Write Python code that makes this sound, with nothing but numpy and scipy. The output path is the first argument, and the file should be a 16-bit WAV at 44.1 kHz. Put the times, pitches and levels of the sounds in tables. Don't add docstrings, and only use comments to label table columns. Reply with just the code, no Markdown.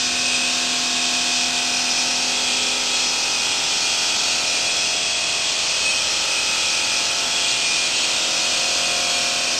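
import sys
import numpy as np
from scipy import signal
from scipy.fft import rfft, irfft
from scipy.io import wavfile
from scipy.ndimage import uniform_filter1d, map_coordinates

SR = 44100
rng = np.random.default_rng(int(sys.argv[2]) if len(sys.argv) > 2 else 0)


def pcm_store(signal):
    levels = np.round(np.clip(np.atleast_2d(signal), -1, 1) * 32767)
    wavfile.write(sys.argv[1], SR, levels.astype(np.int16).T)


def amplitude_ratio(level_db):
    exponent = np.asarray(level_db, float) / 20
    return 10 ** exponent


N = 422904
SHAFT_HZ = 41.756
HOLD = 4
RATE, SIZE = SR // HOLD, N // HOLD + 1
TIME = np.arange(SIZE) / RATE


def level(x, db):
    return x * amplitude_ratio(db) / np.sqrt(np.mean(x ** 2))


def curve(table):
    return np.interp(TIME, *np.transpose(table))


def walk(rate):
    steps = int(TIME[-1] * rate) + 2
    knots = TIME[::SIZE // 2000]
    smooth = map_coordinates(rng.standard_normal(steps), [knots * rate], order=2, mode="mirror")
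    return level(np.interp(TIME, knots, smooth), 0)


def swells(table, low_hz, high_hz):
    lift_db = 0 * TIME
    for hz, middle, length, db in table:
        if low_hz < hz < high_hz:
            lift_db = lift_db + db * np.exp(-abs(2 * (TIME - middle) / length) ** 3)
    return level(amplitude_ratio(lift_db), 0)


def shaft_order(turns, order, loose, rate):
    share = np.clip(loose, 0, 1)
    wander = walk(rate) + 1j * walk(rate)
    sway = np.sqrt(1 - share) + np.sqrt(share / 2) * wander
    return np.real(sway * np.exp(2j * np.pi * (order * turns + rng.random())))


def blade(turns):
    # (time [s], level [dB])
    cut = [(0.0, -21), (0.21, -22), (0.37, -21), (0.77, -22), (1.42, -20.5), (1.52, -24.5), (1.57, -21.5),
           (3.1, -21.5), (3.18, -22.5), (4.0, -20), (5.23, -22), (6.01, -21), (6.03, -21.5), (6.81, -20.5),
           (7.35, -23), (7.37, -20.5), (9.59, -21.5)]
    modes_hz = [2280, 2422, 2505, 2547, 2590, 2700, 2800, 2922, 3047, 3100, 3257, 3330, 3382, 3590, 3690,
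                3880, 4050, 4215, 4383, 4510, 4630, 4820, 4940, 5100, 5178, 5310, 5380, 5470]
    # (width [Hz], level [dB])
    modes = [(120, -18), (45.2, -5.5), (35, -7), (35.8, -4), (23, -11), (140, -11), (50.3, -7.5),
             (30, -11.5), (45, -10.5), (60.7, -8), (50, -9.5), (70.5, -6.5), (40, -9.5), (80, -9.5),
             (79.4, -10), (143, -14.5), (101, -9), (92, -10), (52.4, -5.5), (54.3, -10), (130, -9),
             (50, -17), (105, -5.5), (50, -9.5), (46.3, -4.5), (60, -6.5), (58, -10), (44, -13)]
    # (low edge [Hz], high edge [Hz])
    regions = [(2525, 2570), (3280, 3400), (5150, 5205), (2400, 2445), (2780, 3120), (3660, 3730),
               (4360, 4410)]
    # (frequency in a region [Hz], middle [s], length [s], lift [dB])
    squeals = [(2547, 0.3, 0.43, 9), (2547, 1.5, 1.9, 3.5), (2547, 5.4, 2.7, 4.5), (2547, 5.94, 0.25, 9.5),
               (2547, 6.48, 0.18, 5.4), (3340, 2.6, 0.57, 4.5), (3340, 4.9, 3.4, 2.5), (3340, 7.38, 0.3, 6),
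               (5178, 1.85, 0.83, 6), (5178, 3.4, 0.77, 4), (5178, 9.6, 0.33, 7), (2422, 1.74, 0.68, 3.5),
               (2422, 2.66, 0.5, 3.7), (2422, 3.75, 0.53, 2), (2422, 7.6, 1.6, 3), (2422, 9.15, 1.1, 3.5),
               (2950, 5.9, 1.7, 2), (2950, 7.4, 0.52, 4), (2950, 8.35, 1.62, 2.1), (3690, 0.75, 2.5, 9.5),
               (3690, 8.3, 0.48, 10), (4383, 1.99, 0.22, 3), (4383, 7.7, 0.7, 4), (4383, 9.1, 0.42, 5)]

    rim = sum(shaft_order(turns, k, loose=0.0029 * k, rate=4.0) for k in range(52, 132))
    bite = 1 + 0.04 * np.cos(2 * np.pi * turns) + 0.077 * np.cos(2 * 2 * np.pi * turns)
    grit = bite * rng.standard_normal(SIZE)
    push = rfft(level(rim, 0) + level(grit, 2.4))
    hz = np.fft.rfftfreq(SIZE, 1 / RATE)
    region_gains = [swells(squeals, low, high) for low, high in regions]
    out = 0
    for mode_hz, (width, db) in zip(modes_hz, modes):
        resonance = 1 / (1 + (2 * (hz - mode_hz) / width) ** 2)
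        ring = irfft(push * resonance, SIZE)
        gains = [g for g, (low, high) in zip(region_gains, regions) if low < mode_hz < high]
        squeal = gains[0] if gains else 1
        wet = amplitude_ratio(0.57 * walk(1.66) + 0.76 * walk(8.0))
        out = out + amplitude_ratio(db) * squeal * wet * ring
    grain_db = 0.36 * walk(9.0)
    return level(out, -1.1) * amplitude_ratio(curve(cut) + grain_db)


def frame(turns):
    # (shaft order, level [dB])
    hum = [(1, -23), (2, -16), (3, -20), (4, -15.5), (5, -19.5), (6, -1), (7, -14.5), (8, -8.5), (9, -16.5),
           (10, -7), (11, -15), (12, -9), (13, -3), (14, -10), (15, -4), (16, -4), (17, 1.5), (18, -5),
           (19, -5), (20, -6), (21, -5), (22, -8), (23, -5.5), (24, -24), (25, -11.5), (26, -7),
           (27, -11.5), (28, -12.5), (29, -10), (30, -9.5), (31, -3.5), (32, -6.5), (33, -8.5), (34, -7),
           (35, -15), (36, -5), (37, -9), (38, -11), (39, -12), (40, -9), (41, -30), (42, -20), (43, -14),
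           (44, -8.5), (45, -17), (46, -34), (47, -6), (48, -38), (49, -8), (50, -22), (51, -8),
           (52, -10.5)]
    # (frequency in a group
    # [Hz], middle [s], length [s], lift [dB])
    shed = [(250, 1.23, 5.74, 19.5), (250, 4.8, 1.5, 3.5), (250, 9.7, 5.1, 12), (334, 5.1, 2.6, -10),
            (418, 2.58, 0.75, 6), (418, 4.0, 3.4, 7.4), (418, 6.33, 0.42, 5.0), (418, 7.5, 1.04, 6.5),
            (418, 9.9, 1.2, 6.2), (543, 0.35, 0.8, 8), (543, 2.64, 2.05, 8), (543, 4.6, 0.57, 7),
            (543, 6.5, 2.1, 6.5), (543, 8.86, 2.46, 12), (626, 0.3, 1.0, 4), (626, 5.15, 3.6, 13.5),
            (626, 8.97, 2.8, 15), (668, 2, 2.4, 4), (668, 4.9, 2.2, 4.5), (668, 7.2, 1.1, 6),
            (668, 9.1, 1.4, 8), (710, 1.05, 4.1, 19), (710, 3.1, 1, -10), (710, 4.7, 2.1, 14.7),
            (710, 7.0, 1.1, 11), (710, 8.75, 2.4, 20.5),
            (752, 1.9, 2.0, 8), (752, 4.0, 2.6, 5.5), (752, 8.8, 2.6, 5), (855, 2.9, 4, 9.6),
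            (855, 6.93, 2.6, 8.5), (960, 3.2, 2.6, 4.5), (960, 8.55, 1.8, 6), (1065, 0.2, 2.6, 7.5),
            (1065, 3.9, 2.2, 1.5), (1065, 5.56, 0.77, 4), (1065, 9.3, 3.4, 7), (1295, 3.6, 1.9, 3.5),
            (1295, 6.5, 2.52, 4.5), (1295, 8.7, 1.59, 5), (1565, 1.0, 3.4, 7.5), (1565, 4.4, 0.9, 4),
            (1565, 6.67, 1.4, 6), (1565, 9.6, 2.8, 5.5)]
    order_groups = [(6, 6), (8, 8), (10, 10), (12, 14), (15, 15), (16, 16), (17, 17), (18, 18), (19, 22),
                    (23, 23), (24, 27), (28, 34), (35, 40)]

    group_gains = [swells(shed, (first - .5) * SHAFT_HZ, (last + .5) * SHAFT_HZ)
                   for first, last in order_groups]
    out = 0
    for order, db in hum:
        gains = [g for g, (first, last) in zip(group_gains, order_groups) if first <= order <= last]
        swell = gains[0] if gains else 1
        loose = .04 if gains and order < 24 else .18
        out = out + amplitude_ratio(db) * swell * shaft_order(turns, order, loose, rate=1.09)
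    return level(out, -33.5)


def spray():
    # (frequency [Hz], density [dB per Hz])
    hiss = [(20, -23), (60, -7.5), (150, -4), (400, -2.5), (700, -2), (1000, -2.5), (1400, -0.5),
            (1800, -2), (2300, -0.5), (2600, -1), (4000, 3), (5500, 7)]

    hz = np.fft.rfftfreq(SIZE, 1 / RATE) + 1
    hiss_hz, hiss_db = np.transpose(hiss)
    colour = amplitude_ratio(np.interp(np.log(hz), np.log(hiss_hz), hiss_db))
    out = 0
    for centre in range(14):
        patch = np.sqrt(np.clip(1 - abs(np.log2(hz) - centre), 0, 1))
        flicker = amplitude_ratio(0.42 * walk(5.0))
        out = out + flicker * irfft(rfft(rng.standard_normal(SIZE)) * colour * patch, SIZE)
    return level(out, -29.5)


def pump():
    # (frequency [Hz], level [dB])
    tones = [(317, -56.5), (519, -56)]

    return sum(level(shaft_order(TIME, hz, loose=0.22, rate=1.6), db) for hz, db in tones)


def scene():
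    # (time [s], extra sound path [m])
    sway_path = [(0.0, 0.0), (0.6, -0.026), (1.2, 0.08), (1.5, 0.168), (2.2, 0.13), (2.95, -0.165),
                 (3.6, -0.09), (4.05, -0.14), (4.8, -0.024), (5.5, -0.118), (6.05, 0.025), (6.75, 0.125),
                 (7.25, 0.09), (7.85, -0.168), (8.4, -0.085), (8.8, -0.06), (9.3, 0.12), (9.59, 0.0)]

    delay = uniform_filter1d(curve(sway_path), size=1500) / 343
    turns = SHAFT_HZ * (TIME - delay)
    air = blade(turns) + frame(turns) + spray() + pump()
    return signal.resample(air, HOLD * SIZE)[None, :N]


def thin_treble(x, size=4096, count=10):
    # (frequency [Hz], threshold against the usual level near 12 kHz [dB])
    threshold = [(8000, -2), (9200, 2.5), (10000, -5), (10600, -3.5), (10800, -9.5), (11250, -9.5),
                 (11700, -6), (12050, 1.5), (12500, -1.5), (12700, 30)]

    hz, _, bins = signal.stft(x, SR, nperseg=size)
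    power = np.add.reduceat(abs(bins) ** 2, np.arange(0, len(hz), count))
    band_hz = hz[::count]
    usual = np.median(power[(band_hz > 11700) & (band_hz < 12500)])
    drift_db = 2.5 * uniform_filter1d(rng.standard_normal(power.shape), size=3)
    threshold_db = np.interp(band_hz, *np.transpose(threshold), left=-99)[:, None] + drift_db
    sounding = power > usual * amplitude_ratio(2 * threshold_db)
    mask = np.repeat(sounding, count, axis=0)[:len(hz)]
    return signal.istft(bins * mask, SR, nperseg=size)[1][:N]


def top_cut(x):
    return signal.sosfilt(signal.butter(12, 12800, fs=SR, output="sos"), x)


def record(dry):
    top = .3
    squeezed = top * np.tanh(1.312 * dry[0] / top) - .0011
    held = np.repeat(squeezed[::HOLD], HOLD)
    slip = 11025
    played = np.resize(signal.resample(held, N - N // slip), N)
    return top_cut(thin_treble(played))


dry = scene()
out = record(dry)
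pcm_store(out)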